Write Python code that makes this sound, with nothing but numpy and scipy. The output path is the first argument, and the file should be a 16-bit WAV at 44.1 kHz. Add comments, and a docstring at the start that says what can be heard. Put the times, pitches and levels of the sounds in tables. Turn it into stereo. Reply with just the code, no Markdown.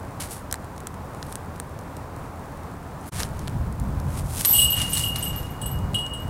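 """A putt in a wooded park. A distant roar and a far engine run throughout. First twigs snap and dry
leaves scuff under the player's shoes. At 3.1 s the level dips briefly and a breeze starts to rumble on
the microphone. At 4.45 s the disc slaps into the chains of a steel basket: light links tinkle first,
heavy links ring after them. The swinging chains clink a few more times as the player walks on."""
import sys
import numpy as np
from scipy import signal
from scipy.fft import rfft, irfft, next_fast_len
from scipy.io import wavfile

SR = 44100
rng = np.random.default_rng(int(sys.argv[2]) if len(sys.argv) > 2 else 0)


def put_to_file(sound):
    """Save the sound as 16-bit audio at rate SR, in the file named by the first command-line argument."""
    columns = np.atleast_2d(sound).T  # one column per channel
    safe = np.clip(columns, -1, 1)
    whole_steps = np.round(safe * 32767)
    wavfile.write(sys.argv[1], SR, whole_steps.astype(np.int16))


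N = 277785
TIME_S = np.arange(N) / SR
DIP_S = 3.108


def gain(db):
    """dB to amplitude."""
    return 10 ** (np.asarray(db) / 20)


def unit_rms(x):
    """Scales to rms 1."""
    return x / np.sqrt(np.mean(x ** 2) + 1e-20)


def curve_at(points, hz):
    """Interpolates (f/Hz, value) rows over log frequency."""
    f, value = np.transpose(points)
    return np.interp(np.log(hz + 1), np.log(f + 1), value)


def add(mix, at_s, sound):
    """Mixes a sound in at at_s."""
    part = mix[max(round(at_s * SR), 0):][:len(sound)]
    part += sound[:len(part)]


def coloured(x, spectrum, tilt_db_oct=0):
    """Filters x by a tilted spectrum; rms 1."""
    size = next_fast_len(len(x))
    hz = np.fft.rfftfreq(size, 1 / SR)
    response = gain(curve_at(spectrum, hz) + tilt_db_oct * np.log2(hz + 1))
    return unit_rms(irfft(rfft(x, size) * response, size)[:len(x)])


def drift(per_s):
    """Slow random wander; rms 1."""
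    return unit_rms(np.interp(TIME_S * per_s, np.arange(1000), rng.standard_normal(1000)))


def stereo_noise(spectrum, coherence, balance):
    """Noise with level, L/R coherence and balance set per frequency; rms 1."""
    size = next_fast_len(N)
    hz = np.fft.rfftfreq(size, 1 / SR)
    common, separate = rfft(rng.standard_normal((2, size)))
    shared = np.clip(curve_at(coherence, hz), -1, 1)
    lean_db = curve_at(balance, hz) / 2
    left = common * gain(lean_db)
    right = (shared * common + np.sqrt(1 - shared ** 2) * separate) * gain(-lean_db)
    return unit_rms(irfft(np.array([left, right]) * gain(curve_at(spectrum, hz)), size)[:, :N])


# Roar spectrum: f/Hz, density/dB
ROAR_SPECTRUM = [(15, -40), (25, -8), (113, -1.5), (164, -3.5), (246, -9.5), (281, -6.5), (313, -12),
                 (421, -12), (614, -11.5), (997, -11.5), (3000, -33), (5430, -37.5), (8810, -37.5),
                 (12500, -42), (15500, -41)]
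# Roar L/R likeness: f/Hz, coherence
ROAR_COHERENCE = [(60, 1), (130, 1), (290, 0.96), (640, 0.84), (1410, 0.66), (3100, 0.2), (6820, 0.54),
                  (15000, 0.94)]
# Roar balance: f/Hz, L-R/dB
ROAR_LEAN = [(60, 1), (110, 0.5), (200, 0.5), (380, -0.5), (700, -3), (1290, -0.5), (2380, 1.5),
             (4400, -0.5), (8120, 1), (15000, 0.0)]


def roar(level_db=-36):
    """Distant, nearly steady low noise."""
    return gain(level_db + .5 * drift(9)) * stereo_noise(ROAR_SPECTRUM, ROAR_COHERENCE, ROAR_LEAN)


def engine(hz=82.5, level_db=-46):
    """Far engine: one tone, wandering in level and pitch."""
    envelope = gain(level_db + 1.7 * drift(11))
    cycles = np.cumsum(hz + 3 * drift(15)) / SR
    return envelope * unit_rms(np.sin(2 * np.pi * cycles))


# Breeze strength: t/s, level/dB
GUSTS = [(3.13, -33), (3.52, -29), (3.53, -24), (3.78, -29), (3.8, -23), (4.41, -30.5), (4.45, -39),
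         (4.66, -26), (4.73, -39), (4.78, -28), (5.52, -32), (5.57, -40), (5.62, -28.5), (5.95, -26),
         (5.98, -32.5), (6.17, -38), (6.29, -24.5)]
# Buffeting spectrum: f/Hz, density/dB
BUFFET_SPECTRUM = [(20, -24), (45, -5.5), (75, -2), (150, -5), (230, -13), (290, -16.5), (380, -27.5),
                   (900, -36), (3000, -54)]


def breeze():
    """Gusts buffet the microphone from DIP_S on."""
    buffet = stereo_noise(BUFFET_SPECTRUM, coherence=[(60, .91), (140, .43), (260, -.3)],
                          balance=[(60, 0), (200, -.3)])
    return (TIME_S > DIP_S) * gain(np.interp(TIME_S, *np.transpose(GUSTS))) * buffet


def woods(x, t60_s=.067, taps_per_s=2000):
    """Trunks and ground scatter a thin, short echo, different on each side."""
    t = np.arange(SR // 2) / SR
    taps = rng.standard_normal((2, len(t))) * (rng.random((2, len(t))) < taps_per_s / SR)
    taps *= gain(-60 * t / t60_s)
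    return signal.fftconvolve(x[None], taps / np.linalg.norm(taps[0]), axes=1)[:, :N]


# Spectrum of dry ticks, rustles and cracks: f/Hz, density/dB
CRACK_SPECTRUM = [(300, -17), (1000, -1.5), (2000, -1.5), (4000, -2), (7000, -0.5), (9500, 4.5),
                  (12000, -1), (15500, -11.5)]


def litter(ticks_per_s=22, spread_db=4):
    """Faint stray ticks from the dry ground."""
    onsets = rng.random(N) < ticks_per_s / SR
    sizes = .5 * gain(-40 + spread_db * np.minimum(rng.exponential(1, N), 3))
    t = np.arange(SR // 100) / SR
    tick = coloured(rng.standard_normal(len(t)), CRACK_SPECTRUM) * np.exp(-t / .0012)
    return signal.oaconvolve(onsets * sizes, tick / abs(tick).max())[:N]


# Dry rustling bursts: crest t/s, level/dB, rise/s, release/s, tilt/(dB/oct)
RUSTLE_BURSTS = [(.205, -31.5, 0.0035, 0.044, -0.7), (.318, -36.5, 0.019, 0.048, 1.5),
                 (1.32, -49, 0.088, 0.051, 1), (3.078, -41, .01, 0.014, 12), (3.22, -32, 0.079, .028, -2),
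                 (3.461, -44, 0.41, 0.1, -5), (4.192, -38, 0.063, 0.019, -0.5),
                 (4.416, -28.5, 0.075, 0.031, 1.5), (4.495, -33, 0.029, 0.17, 1.3),
                 (4.8, -29, 0.043, 0.067, -2), (4.985, -26.5, 0.072, 0.069, 2),
                 (5.17, -40, 0.028, 0.22, -2.5), (5.355, -38.5, 0.023, 0.12, -5)]


def rustles(cracks_per_s=2500, spread_db=5.5, hiss=.41, roundness=1.17):
    """Swells of tiny cracks over hiss: shoe scuffs in leaves and, at 4.5 s, the chains' clatter."""
    out, t = np.zeros(N), np.arange(-SR // 3, SR // 2) / SR
    for at_s, db, rise_s, release_s, tilt_db_oct in RUSTLE_BURSTS:
        sizes = gain(spread_db * np.minimum(rng.exponential(1, len(t)), 3))
        cracks = sizes * rng.choice([-1, 1], len(t)) * (rng.random(len(t)) < cracks_per_s / SR)
        grain = unit_rms(cracks) + hiss * rng.standard_normal(len(t))
        swell = np.exp(-np.maximum(-t / rise_s, t / release_s) ** roundness)
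        burst = gain(db) * swell * coloured(grain, CRACK_SPECTRUM, tilt_db_oct)
        add(out, at_s + t[0], burst[at_s + t >= 0])
    return out


# Feet shift, step into the putt, walk on: start t/s, end t/s
FOOTWORK_SPANS = [(.4, 2.1), (2.999, 4.3), (4.3, 5.45)]


def stalk_snaps(per_span=7, floor_db=-36, spread_db=10, centre_hz=7000, wood_db=-15):
    """Thin stalks break at random as the feet move; rows as in TWIG_SNAPS."""
    rows = []
    for start_s, end_s in FOOTWORK_SPANS:
        for k, (when, size, pitch) in enumerate(rng.random((per_span, 3))):
            at_s = start_s + (end_s - start_s) * (k + when) / per_span
            rows.append((at_s, floor_db + spread_db * size ** 2, centre_hz * 2 ** (pitch - .5), wood_db))
    return rows


# Twigs underfoot: t/s, peak/dB, ring f/Hz, wood knock re ring/dB
TWIG_SNAPS = [(.513, -19, 5500, -14), (0.5265, -4.5, 8500, -15), (.542, -10.5, 7750, -6.5),
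              (.804, -27, 8050, -12), (0.871, -13, 7770, -16), (1.228, -16, 5250, -5),
              (1.325, -21, 8500, -24), (1.3556, -13, 8500, -23), (1.6, -15, 8600, -10),
              (3.203, -9.5, 6950, -9), (3.233, -8, 5240, -12), (3.475, -20.5, 3860, -14),
              (3.48, -16.5, 3200, -11), (3.393, -25, 6000, -15), (4, -27, 6200, -15),
              (4.196, -21, 8500, -16), (4.823, -20, 8100, -20), (5.16, -13, 8900, -31),
              (6.065, -22.5, 7100, -14)]


def twigs():
    """A sharp break rings a few cycles and splinters; thick twigs knock, thin ones crumble."""
    out, t = np.zeros(N), np.arange(SR // 30) / SR
    wood = np.sin(2 * np.pi * 1750 * t) * np.exp(-t / .00072)
    wood += .6 * np.sin(2 * np.pi * 4100 * t) * np.exp(-t / .00068)
    for at_s, peak_db, hz, wood_db in TWIG_SNAPS + stalk_snaps():
        ring = np.sin(2 * np.pi * hz * t) * np.exp(-t / .00028)
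        burst = .14 * np.exp(-t / .00091)
        crumble = gain(-15 - .82 * (peak_db + 23)) * np.exp(-t / .0028)
        splinters = coloured(rng.standard_normal(len(t)), CRACK_SPECTRUM) * (burst + crumble)
        snap = ring + gain(wood_db) * wood + splinters
        add(out, at_s, gain(peak_db) * snap / abs(snap).max())
    return out


def struck(modes, t, pitch=1):
    """A struck body rings as a sum of damped sines."""
    return sum(gain(db - 60 * t / t60_s) * np.sin(2 * np.pi * hz * pitch * t) for hz, db, t60_s in modes)


# Basket frame modes: f/Hz, level/dB, t60/s
FRAME_MODES = [(790, -5, .09), (860, -2, .1), (960, -3, .09), (5550, -6, .07)]
# Plastic disc modes at pitch ratio 1: f/Hz, level/dB, t60/s
DISC_MODES = [(1067, -21.5, 0.048), (1890, -25, 0.047), (3350, -7, 0.014), (3760, -7.5, 0.019),
              (5550, -29, 0.02), (6250, -26, 0.016)]
# Knocks on pole and tray: t/s, peak/dB, pitch ratio, frame level/dB
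DISC_KNOCKS = [(4.449, -5.5, 1.07, -48), (4.5, -29, 0.97, -29.5), (4.542, -35, 0.94, -30.5),
               (4.816, -13.5, 0.95, -40), (4.972, -13, 1.15, -54), (5.159, -18.5, 1.06, -43)]


def disc():
    """Each knock: a dry crack, a short ring of plastic, a hollow answer from the frame."""
    out, t = np.zeros(N), np.arange(SR // 8) / SR
    frame = struck(FRAME_MODES, t)
    for at_s, peak_db, pitch, frame_db in DISC_KNOCKS:
        noise = coloured(rng.standard_normal(len(t)), CRACK_SPECTRUM, tilt_db_oct=1.5)
        knock = struck(DISC_MODES, t, pitch) + .5 * noise * np.exp(-t / .0082)
        add(out, at_s, gain(peak_db) * knock / abs(knock).max() + gain(frame_db) * frame)
    return out


def free_links(modes, t, flurry_s, spread=.0015):
    """Free links ring on; no two are quite alike in pitch, so clashes beat unevenly."""
    hz, db, t60_s = np.transpose(modes)[:, :, None]
    onset, strength, phase = rng.random((3, len(hz), 1))
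    link_hz = hz * (1 + spread * rng.uniform(-1.24, 1, hz.shape))
    age_s = t - flurry_s * onset ** 3
    envelope = gain(db + 4 * strength - 60 * np.maximum(age_s, 0) / t60_s) * (age_s > 0)
    return (envelope * np.sin(2 * np.pi * (link_hz * t + phase))).sum(0)


def pinched_links(modes, t, flurry_s, t60_s, detune, contacts=5):
    """Links pinched by neighbours ring mostly sharp and die fast; each rebound is weaker."""
    hz, db, _ = np.transpose(modes)[:, :, None]
    out, t = np.zeros(len(t)), t[:SR // 6]
    for k in range(contacts):
        bend, phase, weight = rng.standard_normal((3, len(hz), 1))
        bent_hz = hz * (1 + detune * (abs(bend) - .3))
        ring = (weight * gain(.8 * db) * np.sin(2 * np.pi * (bent_hz * t + phase))).sum(0)
        add(out, flurry_s * k / (contacts - 1), unit_rms(ring) * gain(-2 * k - 60 * t / t60_s))
    return out


def clash(modes, flurry_s, pinched_db, pinched_t60_s, detune, scrape_db):
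    """Links collide over flurry_s and ring; sliding steel adds a rasp. First 25 ms at rms 1."""
    t = np.arange(int(max(t60_s for _, _, t60_s in modes) * SR)) / SR
    head = slice(SR // 40)
    free = free_links(modes, t, flurry_s)
    pinched = pinched_links(modes, t, flurry_s, pinched_t60_s, detune)
    rasp_spectrum = [(1200, -19), (3500, 7), (8500, -1), (11500, 13.5), (15500, -22)]
    scrape = gain(scrape_db) * coloured(rng.standard_normal(len(t)), rasp_spectrum) * np.exp(-t / .068)
    sound = free / free[head].std() + gain(pinched_db) * pinched / pinched[head].std() + scrape
    return sound / sound[head].std()


JANGLE_FLURRY_S, CLINK_FLURRY_S = .008, .004


def jangle(force, count, jitter_s=.002):
    """Rapid clashes as the disc ploughs through the chains; rows of t/s, level/dB."""
    at_s, db = np.transpose(force)
    times_s = np.linspace(at_s[0], at_s[-1], count) + jitter_s * rng.uniform(-.73, 1, count)
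    return zip(times_s, np.interp(times_s, at_s, db))


# Light link modes: f/Hz, level/dB, t60/s
LIGHT_LINK_MODES = [(11770, -1, .17), (11881, 0, .21), (11936, -1, .25), (12053, -9, .19), (12234, -14, .2),
                    (12549, -12, .14), (12591, -9, .16), (12661, -8, .17), (12770, -14, .1)]
# Disc force on light chains (start, crest, end): t/s, clash level/dB
LIGHT_FORCE = [(4.453, -20.5), (4.512, -18.5), (4.66, -33.5)]
# Light chains swinging together: t/s, level/dB, rebound delay/s
LIGHT_SWINGS = [(4.702, -24, 0.015), (4.899, -34, 0.038), (5.043, -35, 0.034), (5.185, -35, 0.055),
                (5.251, -35, .028), (5.359, -37, 0.015), (5.503, -49.5, 0.005), (5.663, -38, 0.05),
                (5.945, -51, .005), (6.2, -52, .019)]


def light_chains(rebound_db=-.5):
    """Light links tinkle under the disc, then clink and rebound as they swing."""
    clashes = [(at_s, db, JANGLE_FLURRY_S) for at_s, db in jangle(LIGHT_FORCE, count=13)]
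    for at_s, db, delay_s in LIGHT_SWINGS:
        clashes += [(at_s, db, CLINK_FLURRY_S), (at_s + delay_s, db + rebound_db, CLINK_FLURRY_S)]
    out = np.zeros(N)
    for at_s, db, flurry_s in clashes:
        tinkle = clash(LIGHT_LINK_MODES, flurry_s,
                       pinched_db=1, pinched_t60_s=.069, detune=.02, scrape_db=-12)
        add(out, at_s, gain(db) * tinkle)
    return out


# Disc force on heavy chains (start, crest, end): t/s, clash level/dB
HEAVY_FORCE = [(4.53, -23.5), (4.61, -20.5), (4.632, -26)]
# Heavy chains swinging together: t/s, upper level/dB, low drive/dB, rebound/dB
HEAVY_SWINGS = [(4.454, -29.5, -50, -3), (4.722, -31, -27.5, -2), (4.932, -24, -29, -20),
                (5.035, -34, -29.5, -8.5), (5.226, -30, -35, -23), (5.615, -36, -39, 0),
                (5.944, -33.5, -23.5, -7.5), (6.135, -41, -42, -18)]


def heavy_clashes(rebound_s=.043):
    """Jangle, then clinks that rebound once; rows of t/s, upper level/dB, low drive/dB, flurry/s."""
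    rows = [(at_s, db, db - 5.5, JANGLE_FLURRY_S) for at_s, db in jangle(HEAVY_FORCE, count=7)]
    for at_s, upper_db, low_db, rebound_db in HEAVY_SWINGS:
        rows.append((at_s, upper_db, low_db, CLINK_FLURRY_S))
        rows.append((at_s + rebound_s, upper_db + rebound_db, low_db + rebound_db, CLINK_FLURRY_S))
    return rows


# Outer chains, lowest link modes: f/Hz, level/dB, t60/s
OUTER_MODES = [(2876, 0, .85), (2884, -8, .8), (2934, -8, .45), (3047, -17, .7)]
# Inner chains, lowest link modes: f/Hz, level/dB, t60/s
INNER_MODES = [(2852, 0, 1.1), (3040, -14, .9)]


def singing_links(clashes, waver_hz=4, flutter_db=2.2, inner_rest_s=5.5):
    """Clashes feed the lowest modes, which waver as the chains swing; the inner chains rest first."""
    out = np.zeros(N)
    for modes, rest_s in (OUTER_MODES, np.inf), (INNER_MODES, inner_rest_s):
        power = np.zeros(N)
        for at_s, _, low_db, flurry_s in clashes:
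            if at_s < rest_s:
                size = int(flurry_s * SR)
                add(power, at_s, np.full(size, gain(low_db) ** 2 / size))
        for hz, db, t60_s in modes:
            energy = signal.lfilter([1], [1, -gain(-120 / (t60_s * SR))], power)  # leaky integrator
            cycles = np.cumsum(hz + waver_hz * drift(14)) / SR + rng.random()
            envelope = gain(db - 1 + flutter_db * drift(22)) * np.sqrt(energy)
            out += envelope * np.sin(2 * np.pi * cycles)
    return out


# Short low modes of heavy links held tight: f/Hz, level/dB, t60/s
HEAVY_TIGHT_MODES = [(2900, 0, .1), (3060, -3, .14), (3230, -7, .15), (3343, -10, .18), (3800, -14, .14),
                     (4097, -19, .2)]
# Upper modes of heavy links: f/Hz, level/dB, t60/s
HEAVY_UPPER_MODES = [(8005, -5, .36), (8035, 0, .38), (8119, -5, .22), (8181, -10, .25), (8263, -12, .25),
                     (8489, -11, .27), (8808, -7, .13), (9277, -8, .17), (9437, -14, .18), (9749, -15, .18),
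                     (9905, -16, .18), (10131, -13, .2), (10260, -11, .16), (10420, -12, .18),
                     (13684, -16, .14), (15208, -17, .2)]


def heavy_chains():
    """Each clash of heavy links gives a short clank and a bright ring over the singing low modes."""
    clashes = heavy_clashes()
    out = singing_links(clashes)
    for at_s, upper_db, low_db, flurry_s in clashes:
        clank = clash(HEAVY_TIGHT_MODES, flurry_s,
                      pinched_db=-12.5, pinched_t60_s=.044, detune=.0496, scrape_db=-15)
        ring = clash(HEAVY_UPPER_MODES, flurry_s,
                     pinched_db=0, pinched_t60_s=.075, detune=.0266, scrape_db=-11.5)
        add(out, at_s, gain(low_db - 8.5) * clank)
        add(out, at_s, gain(upper_db) * ring)
    return out


def placed(x, lean_db, lead_samples=.35):
    """Spreads a source over two close microphone ports; the left leads."""
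    shift = np.gradient(x) * lead_samples / 2
    return np.array([(x + shift) * gain(lean_db / 2), (x - shift) * gain(-lean_db / 2)])


def scene():
    """Basket and footsteps among the trees, over roar, engine and breeze."""
    basket = heavy_chains() + light_chains() + disc()
    crackle = twigs() + rustles() + litter()
    direct = placed(basket, lean_db=-.8) + placed(crackle, lean_db=-.4)
    echo = woods(gain(-13.5) * basket + gain(-25) * crackle)
    return direct + echo + roar() + engine() + breeze()


def record(dry, cutoff_hz=15900):
    """Brief 40 dB dip at DIP_S, then a low-pass."""
    dip = np.clip((abs(TIME_S - DIP_S) - .004) / .015, .1, 1) ** 2
    lowpass = signal.firwin(301, cutoff_hz, window=("kaiser", 8), fs=SR)
    return signal.oaconvolve(dry * dip, lowpass[None], "same")


dry = scene()
out = record(dry)
put_to_file(out)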